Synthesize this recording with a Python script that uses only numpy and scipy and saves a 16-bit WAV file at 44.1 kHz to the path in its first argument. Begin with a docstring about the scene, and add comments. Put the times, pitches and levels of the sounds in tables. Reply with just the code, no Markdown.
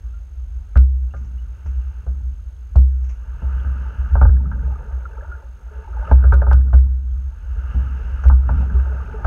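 """A low rumble of water swaying a hull comes first: a single scull on a calm river, the microphone in a
camera fixed to its deck, so nearly all sound arrives through the boat. Oars clunk in their gates at
catch and finish, the seat hits its stops, and every jolt sets the hull booming. Water rushes along the
skin as the boat runs and churns round the blades in the drive. Right at the microphone the camera
whines faintly, and its limiter ducks under the loudest booms."""
import sys
import numpy as np
from scipy import signal
from scipy.fft import rfft, irfft
from scipy.io import wavfile
from scipy.ndimage import uniform_filter1d, minimum_filter1d, map_coordinates

SR = 44100
rng = np.random.default_rng(int(sys.argv[2]) if len(sys.argv) > 2 else 0)


def store_pcm(level_fs):
    """Save levels as 16-bit WAV."""
    pcm = np.round(np.clip(level_fs, -1, 1) * 32767).astype(np.int16)
    wavfile.write(sys.argv[1], SR, np.atleast_2d(pcm).T)


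N = 408366
CLOCK = np.arange(N) / SR


def amp(db):
    """Decibels to gain."""
    return 10 ** (np.asarray(db) / 20)


def unit(x):
    """Scaled to rms 1."""
    return x / np.sqrt(np.mean(x ** 2) + 1e-20)


def together(*gains):
    """Level in dB of unrelated sounds heard at once."""
    return 10 * np.log10(sum(g ** 2 for g in gains))


def add(track, s, sound):
    """Mix a sound into the track at s seconds."""
    i = max(0, round(s * SR))
    track[i:i + len(sound)] += sound[:max(0, len(track) - i)]


def wobble(rate):
    """A smooth random curve, rate knots a second."""
    knots = rng.standard_normal(int(N * rate / SR) + 4)
    return map_coordinates(knots, [CLOCK * rate])


def swells(rows, rise_s, fall_s):
    """Gain of events that rise 60 dB in rise_s, hold at their summed levels and fall 60 dB in fall_s."""
    curves = []
    for s, length, *levels_db in rows:
        before, after = np.maximum(s - CLOCK, 0), np.maximum(CLOCK - s - length, 0)
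        curves.append(sum(levels_db) - 60 * (before / rise_s + after / fall_s))
    return amp(np.max(curves, axis=0))


def coloured(x, colour):
    """x through a minimum-phase filter that follows the (Hz, dB) points."""
    order = 8192
    hz, db = np.transpose(colour)
    gain = amp(np.interp(np.log(np.fft.rfftfreq(order, 1 / SR) + 1), np.log(hz), db))
    cepstrum = irfft(np.log(gain + 1e-6))
    cepstrum[1:order // 2] *= 2
    cepstrum[order // 2 + 1:] = 0
    return signal.fftconvolve(x, irfft(np.exp(rfft(cepstrum))))[:len(x)]


def noise(colour, size=N):
    """Coloured noise of rms 1."""
    return unit(coloured(rng.standard_normal(size + SR // 4), colour)[-size:])


def bubbles(rate, centre_hz, spread, cycles, scatter_db):
    """A stream of bubbles, rate a second: damped sines that rise in pitch, of rms 1."""
    when, pitch, strength = rng.random((int(rate * N / SR), 3)).T[:, :, None]
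    hz = centre_hz * np.exp(spread * (2 * pitch - 1))
    size = amp(-scatter_db * np.log(np.clip(strength, .01, 1)))
    k = np.arange(int(min(SR / 10, 2 * cycles * SR / centre_hz)))
    age = hz * k / SR / cycles  # 1 when a bubble has died by 40 dB
    envelope = size * amp(-40 * age) * (1 - np.exp(-age * cycles * 2))
    grains = envelope * np.sin(2 * np.pi * cycles * age * (1 + .08 * age))
    samples = (when * N).astype(int) + k
    return unit(np.bincount(samples.ravel(), grains.ravel(), N)[:N])


def flow(colour, grains, share, flutter_db):
    """Turbulence and bubbles through the hull, fluttering; share is the bubbles' part of the power."""
    mix = np.sqrt(share) * unit(coloured(grains, colour)) + np.sqrt(1 - share) * noise(colour)
    return mix * amp(flutter_db * wobble(28))


# Rumble of the hull under the microphone. Each row: frequency in Hz, level in dB.
SWAY_COLOUR = [(15, -30), (30, -22.5), (45, -0.5), (56, 2), (64, 9), (71, -5), (82, -8.5), (110, -37),
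               (220, -54.5), (600, -110)]
# Its strength, least late in the drive. Each row: time in seconds, level in dB.
SWAY_LEVELS = [(0, -27), (2.5, -29), (5.25, -26), (5.6, -35), (6.1, -25), (9.26, -25)]


def hull_sway():
    """The river keeps the hull swaying, a low unsteady rumble."""
    level = amp(np.interp(CLOCK, *np.transpose(SWAY_LEVELS)))
    return level * noise(SWAY_COLOUR) * amp(1.4 * wobble(6))


# Colours of the water from on deck, low to high. Each row: frequency in Hz, level in dB.
THUD_COLOUR = [(50, -38.5), (90, 9), (160, 0.5), (240, -4.5), (340, -20.5), (550, -32.5), (1400, -100)]
CHURN_COLOUR = [(200, -30.5), (340, -4.5), (435, 1), (490, -5), (560, -1.5), (690, -6.5), (800, -6.5),
                (900, 4.5), (1020, -10.5), (1250, -31), (2200, -76)]
RUSH_COLOUR = [(590, -38.5), (1000, -10.5), (1110, -11), (1200, -0.5), (1500, 1), (1680, -4), (1880, -20),
               (2100, -18.5), (2730, -51), (4620, -120)]
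FIZZ_COLOUR = [(1400, -26), (2000, -0.5), (2450, -1), (2700, 6), (2950, 0), (3250, -8.5), (4200, -16),
               (5600, -12.5), (6200, -14.5), (7200, -21.5), (14000, -35.5)]
# Faint wash of the open river, farther off. Each row: frequency in Hz, level in dB.
RIVER_COLOUR = [(150, -12.5), (330, 0), (450, -1), (700, -5), (1100, -10.5), (2000, -30.5)]
# Runs of the seat along its rails. Each row: start of full speed in seconds, length in seconds,
# level in dB, whirr against that level in dB.
SEAT_RUNS = [(0.12, 0.067, -69, -9), (1.716, 0.32, -60.5, -10), (3.531, .62, -47.5, -15.5),
             (7.712, .56, -47, -13.5)]
# Blades working an oar's length away. Each row: start in seconds, length in seconds, level in dB,
# spray against that level in dB.
BLADE_WORK = [(4.42, 0.99, -50, -19.5), (5.76, .15, -51.5, -15), (6.091, 0.28, -40, -18),
              (8.511, 0.11, -44.5, -12), (8.744, 0.64, -44.5, -17)]
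# Wash slapping the shell as the boat dips. Each row: start in seconds, length in seconds, level in dB.
HULL_WASHES = [(1.18, 0.04, -40.5), (2.1, 0.074, -43), (3.43, 0.72, -42.5), (4.3, 0.15, -25),
               (6.2, 0.36, -25), (6.78, 0.032, -31), (7.78, 0.067, -35.5), (8.5, 0.11, -26),
               (8.85, 0.48, -38.5)]
SEAT_RAMPS_S, BLADE_RAMPS_S = (1.8, 0.27), (1.0, 0.4)  # rise and fall by 60 dB


def water():
    """Wavelets lap the gliding hull, each slide sets it rushing, and the blades turn the water bubbly."""
    glide = amp(1.5 * wobble(5))
    slide = swells([row[:3] for row in SEAT_RUNS], *SEAT_RAMPS_S)
    rolling = swells(SEAT_RUNS, *SEAT_RAMPS_S)
    blades = swells([row[:3] for row in BLADE_WORK], *BLADE_RAMPS_S) * amp(wobble(10))
    spray = swells(BLADE_WORK, *BLADE_RAMPS_S)
    wash = swells(HULL_WASHES, rise_s=.4, fall_s=1.2)
    slap_db = together(amp(-56.5) * glide, amp(2.5) * slide, amp(-7) * blades, wash)
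    churn_db = together(amp(-71) * glide, amp(-4) * slide, amp(-0.5) * blades, amp(-24) * wash)
    rush_db = together(amp(-67) * glide, slide, amp(-0.5) * blades, amp(-25) * wash)
    fizz_db = together(amp(-76) * glide, rolling, spray)
    froth = np.clip((churn_db - fizz_db - 8) / 16, .2, .7)  # bubblier where churn outweighs fizz
    slap = flow(THUD_COLOUR, bubbles(70, 180, .6, 12, 0.86), share=0.5, flutter_db=0.5)
    churn = flow(CHURN_COLOUR, bubbles(160, 680, .5, 24, 3.5), share=froth, flutter_db=1.2)
    rush = flow(RUSH_COLOUR, bubbles(220, 1450, .28, 24, 3.5), share=froth, flutter_db=1.8 * froth)
    fizz = flow(FIZZ_COLOUR, bubbles(160, 2900, .5, 30, 2.5), share=froth * .6, flutter_db=.5)
    river = amp(-67.5) * glide * noise(RIVER_COLOUR)
    return amp(slap_db) * slap + amp(churn_db) * churn + amp(rush_db) * rush + amp(fizz_db) * fizz + river


# Hiss of the electronics behind the microphone. 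Each row: frequency in Hz, level in dB.
HISS_COLOUR = [(100, 15), (1000, 4), (3000, -1), (5000, -6.5), (9000, -9.5), (13000, -16), (15000, -19)]


def camera():
    """Electronic hiss and a thin whine that switches on once every picture."""
    picture_hz, whine_hz = 47.95, 6430
    cycle = (CLOCK * picture_hz + .04 * wobble(30)) % 1
    gate = uniform_filter1d(1. * (cycle < .45), SR // 1000)
    phase = 2 * np.pi * whine_hz * CLOCK + 1.1 * wobble(70)
    whine = gate * (amp(-66) * np.sin(phase) + amp(-78.5) * np.sin(2 * phase))
    return whine + amp(-63.5) * noise(HISS_COLOUR)


def drips():
    """Stray drips fall all the while, each a tiny ringing bubble."""
    return amp(-80.5) * bubbles(rate=9, centre_hz=2100, spread=.45, cycles=45, scatter_db=3)


# Whirr of the seat wheels, carried along the deck. Each row: frequency in Hz, level in dB.
WHIRR_COLOUR = [(1900, -30), (2500, -9), (2780, 1), (2980, -2.5), (3250, -19.5), (4200, -45.5)]


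def seat_wheels():
    """The wheels whirr unevenly on their rails during each run of the seat."""
    return amp(-4 + 2.3 * wobble(16)) * swells(SEAT_RUNS, *SEAT_RAMPS_S) * noise(WHIRR_COLOUR)


# Single gulps of air and drips beside the boat. Each row: start in seconds, level in dB,
# pitch in Hz, time to fade by 60 dB in seconds.
AIR_POCKETS = [(0.135, -56.5, 1370, 0.25), (1.105, -59.5, 2760, 0.1), (1.382, -56.5, 2900, 0.08),
               (5.054, -25, 1360, 0.034), (5.316, -34, 1407, 0.14), (5.71, -47, 420, 0.24),
                       (5.785, -47, 430, 0.26), (5.876, -33.5, 860, 0.047), (5.97, -30, 860, 0.042),
               (6.025, -31.5, 892, 0.055), (9.14, -32, 429, 0.14)]


def gulps():
    """Air pockets ring with a soft start, a wavering shape and a slight rise in pitch."""
    out, t = np.zeros(N), np.arange(SR // 4) / SR
    for s, db, hz, t60 in AIR_POCKETS:
        waver = hz / 2800 * wobble(150)[:len(t)]
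        phase = 2 * np.pi * hz * t * (1 + 0.18 * t) + waver
        add(out, s, amp(db + 6 - 60 * t / t60) * (1 - np.exp(-t / 0.0029)) * np.sin(phase))
    return out


# Modes of rigger and shell. Each row: frequency in Hz, level in dB, time to fade by 60 dB in seconds.
RIGGER_MODES = [(410.3, -9.5, 0.27), (527, -7, 0.02), (560, 2, 0.11), (663, -5.5, 0.15), (796, -3.5, 0.031),
                (894, 10.5, 0.066), (938, -1, 0.091), (1020, -5, 0.045), (1227, -1, 0.19),
                (1333, 7.5, 0.055), (1443, 2, 0.15), (1562, 2.5, 0.11), (1576, -7.5, 0.079)]
# Chatter of a landing, heard through the deck. Each row: frequency in Hz, level in dB.
CHATTER_COLOUR = [(150, -45.5), (330, -6), (520, -1.5), (690, -2.5), (900, 3.5), (1080, -4.5), (1350, -4),
                  (1640, -3.5), (1900, -23.5), (2800, -31), (3600, -44.5), (7000, -47.5), (15000, -69.5)]
# Bands of body, knock and clack. 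Each row: low edge in Hz, high edge in Hz.
BLOW_BANDS = [(380, 700), (740, 1100), (1160, 9000)]
# Oars landing in their gates and the seat hitting its stops, close by. Each row: start in seconds,
# body in dB, knock and clack each against the body in dB, thud in dB, hull boom in dB.
OAR_AND_SEAT_BLOWS = [(0.756, -36.5, -6, 4.5, -16.5, 4.5), (1.137, -45.5, -4, 2, -42, -23.5),
                      (1.656, -51.5, -0.5, -6, -35.5, -11.5), (2.063, -44.5, -7, -12.5, -36, -12),
                      (2.754, -36, 0, -14.5, -15.5, 2.5), (3.417, -47, 0.5, -20.5, -30, -14),
                      (3.647, -52.5, -5, 7, -27, -10), (4.151, -32, 4.5, -1.5, -22, -5),
                      (4.212, -28.5, 5, 1, -12.5, 5), (4.249, -29, 4, -1.5, -25.5, 5),
                      (4.289, -42.5, -4.5, 5, -29.5, 2), (4.514, -52.5, -2, 18, -32.5, -24),
                      (6.111, -22.5, 3.5, -9, -9.5, 9), (6.237, -28, -9.5, 1.5, -29.5, 8),
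                      (6.321, -21.5, -20, 5.5, -17, 6.5), (6.416, -21, -4, -7, -26.5, -1.5),
                      (6.464, -28, 4.5, -2.5, -19.5, 3.5), (6.51, -29, 9.5, 7, -18.5, 4.5),
                      (6.729, -29, 0.5, -4, -19.5, 6), (7.743, -51, 3.5, -6.5, -22.5, -7),
                      (8.236, -48, 3, 11.5, -41.5, -14), (8.252, -40, -1, -7, -21.5, 4),
                      (8.297, -38.5, 13, 6, -19.5, 2.5), (8.489, -32.5, 7.5, 1, -20.5, -5),
                      (9.244, -34, 4, 4.5, -25, -3)]
REBOUND_S, REBOUND_DB = .011, -9.5


def knocks():
    """A sleeve or wheel lands, chatters and rebounds; where it strikes sets body, knock and clack."""
    out, t = np.zeros(N), np.arange(SR // 4) / SR
    hz, db, t60 = np.transpose(RIGGER_MODES)[:, :, None]
    bands = [signal.butter(3, edges, "bandpass", fs=SR, output="sos") for edges in BLOW_BANDS]
    dying = amp(-60 * t / .045) + amp(-18 - 60 * t / .16)
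    landings = [row[:4] for row in OAR_AND_SEAT_BLOWS]
    rebounds = [(s + REBOUND_S * rng.uniform(.6, 1.4), body_db + REBOUND_DB, *tone)
                for s, body_db, *tone in landings]
    for s, body_db, knock_db, clack_db in landings + rebounds:
        strength = rng.choice([-1, 1], hz.shape) * amp(db + 1.1 * rng.standard_normal(hz.shape))
        detune = 1 + .012 * rng.standard_normal(hz.shape)  # the load on the rigger shifts its modes
        modes = strength * amp(-60 * t / t60) * np.sin(2 * np.pi * hz * detune * t)
        chatter = unit(coloured(rng.standard_normal(len(t)) * dying, CHATTER_COLOUR))
        blow = (unit(modes.sum(axis=0)) + .7 * chatter) * (1 - np.exp(-t / .0012))
        for band, gain in zip(bands, [1, amp(knock_db), amp(clack_db)]):
            part = signal.sosfilt(band, blow)
            add(out, s, amp(body_db) * gain * part / np.std(part[:SR // 50]))  # level of the first 20 ms
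    return out


def thuds():
    """Each blow also sends a dull thud through the hull."""
    out, t = np.zeros(N), np.arange(3 * SR // 2) / SR
    envelope = amp(-60 * t / 0.23) * (1 - np.exp(-t / 0.0056))
    for s, *_, thud_db, _ in OAR_AND_SEAT_BLOWS:
        add(out, s, amp(thud_db) * envelope * noise(THUD_COLOUR, size=len(t)))
    return out


# Slow bending of the hull, right under the microphone. Each row: frequency in Hz, level in dB,
# time to fade by 60 dB in seconds.
BENDING_MODES = [(64.47, -0.5, 0.87), (61.12, -11.5, 0.65)]
# Soft lurches as the sculler shifts weight. Each row: start in seconds, boom in dB.
WEIGHT_SHIFTS = [(2.22, -15), (3.977, -9.5), (4.113, -3), (4.629, -11.5), (4.92, -14), (5.277, -22),
                 (8.114, -14), (8.56, -6), (8.734, -4)]
BOOM_RISE_S = 0.012  # the long hull takes about a cycle to swing out


def hull_boom():
    """Each blow or lurch takes over the hull's slow bending. 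A faint high buzz near 3.9 kHz rises and falls
    with the boom."""
    boom, t = np.zeros(N), np.arange(3 * SR // 2) / SR
    ring = sum(amp(db - 60 * t / t60) * np.sin(2 * np.pi * hz * t) for hz, db, t60 in BENDING_MODES)
    jolts = [(s, boom_db) for s, *_, boom_db in OAR_AND_SEAT_BLOWS]
    for s, boom_db in sorted(jolts + WEIGHT_SHIFTS):
        boom *= 1 - np.clip((CLOCK - s) / BOOM_RISE_S, 0, 1)  # the earlier swing gives way
        add(boom, s, -amp(boom_db) * (1 - np.exp(-t / BOOM_RISE_S)) ** 2 * ring)
    phase = 2 * np.pi * 3900 * CLOCK
    buzz = amp(-66) * np.sin(phase) + amp(-73) * np.sin(2 * phase) + amp(-78) * np.sin(3 * phase)
    return boom * (1 + buzz)


# Sharp, close snaps on the crests of the hardest booms. Each row: start in seconds, peak in dB.
CREST_SNAPS = [(0.774, -22), (2.76, -25), (4.229, -29), (6.13, -18.5), (6.341, -21), (6.532, -19),
               (6.74, -21), (6.789, -29), (8.285, -21)]
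# Their colour. Each row: frequency in Hz, level in dB.
SNAP_COLOUR = [(150, 4.5), (350, 8), (750, 1.5), (2000, -7), (3400, -16.5), (6000, -20.5), (10000, -31),
               (15000, -39)]
AFTERSNAP_S, AFTERSNAP_DB = .018, -8


def snaps():
    """A short crack rides each of the hardest booms, and a lighter one follows."""
    out, t = np.zeros(N), np.arange(SR // 4) / SR
    again = [(s + AFTERSNAP_S * rng.uniform(0.32, 1.7), db + AFTERSNAP_DB) for s, db in CREST_SNAPS]
    for s, db in CREST_SNAPS + again:
        crack = coloured(rng.standard_normal(len(t)) * amp(-60 * t / .007), SNAP_COLOUR)
        add(out, s, amp(db) * crack / np.abs(crack).max())
    return out


# Light scrapes of the fittings on board. Each row: start in seconds, level in dB.
FITTING_SCRAPES = [(1.163, -56.5), (1.243, -58), (1.659, -53.5), (3.04, -55), (3.091, -48.5), (3.158, -67),
                   (7.176, -65.5), (8.235, -50.5)]
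# Their colour. Each row: frequency in Hz, level in dB.
SCRAPE_COLOUR = [(1200, 5), (2800, 1), (4000, -23), (6300, 2.5), (8000, -21), (14000, -45)]


def scrapes():
    """Loose fittings scrape in brief, bright bursts."""
    out, t = np.zeros(N), np.arange(SR // 4) / SR
    envelope = amp(-60 * t / 0.2) * (1 - np.exp(-t / 0.0013))
    for s, db in FITTING_SCRAPES:
        add(out, s, amp(db) * envelope * noise(SCRAPE_COLOUR, size=len(t)))
    return out


def gurgles():
    """Sparse big bubbles break from the working blades, out to either side."""
    blades = swells([row[:3] for row in BLADE_WORK], *BLADE_RAMPS_S)
    big = unit(coloured(bubbles(22, 640, .6, 40, 2.5), CHURN_COLOUR))
    small = unit(coloured(bubbles(18, 1500, .3, 45, 2.5), RUSH_COLOUR))
    return amp(-7) * blades * (big + amp(-2.5) * small)


def scene():
    """Boat, river and camera meet at one microphone on the deck."""
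    gliding = hull_sway() + water() + camera() + drips() + seat_wheels() + gulps()
    strokes = knocks() + thuds() + hull_boom() + snaps() + scrapes() + gurgles()
    return (gliding + strokes)[None]


def limiter(x, ceiling_db, hold_s, release_db_per_s):
    """Gain drops just ahead of a peak, holds, then recovers steadily."""
    need_db = np.minimum(0, ceiling_db - 20 * np.log10(np.abs(x) + 1e-9))
    size, ahead = 2 * int(hold_s * SR / 2) + 1, SR // 300
    held = minimum_filter1d(need_db, size, origin=size // 2, mode="nearest")
    ramp = release_db_per_s * CLOCK
    gain_db = np.minimum.accumulate(held - ramp) + ramp
    return x * amp(uniform_filter1d(minimum_filter1d(gain_db, ahead), ahead))


def record(dry):
    """The camera's limiter ducks under the loudest booms, and the treble is cut above 15.8 kHz."""
    limited = limiter(dry[0], ceiling_db=-1, hold_s=.2, release_db_per_s=25)
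    lowpass = signal.ellip(10, .1, 90, 15800, fs=SR, output="sos")
    return signal.sosfilt(lowpass, limited)[None]


dry = scene()
out = record(dry)
store_pcm(out)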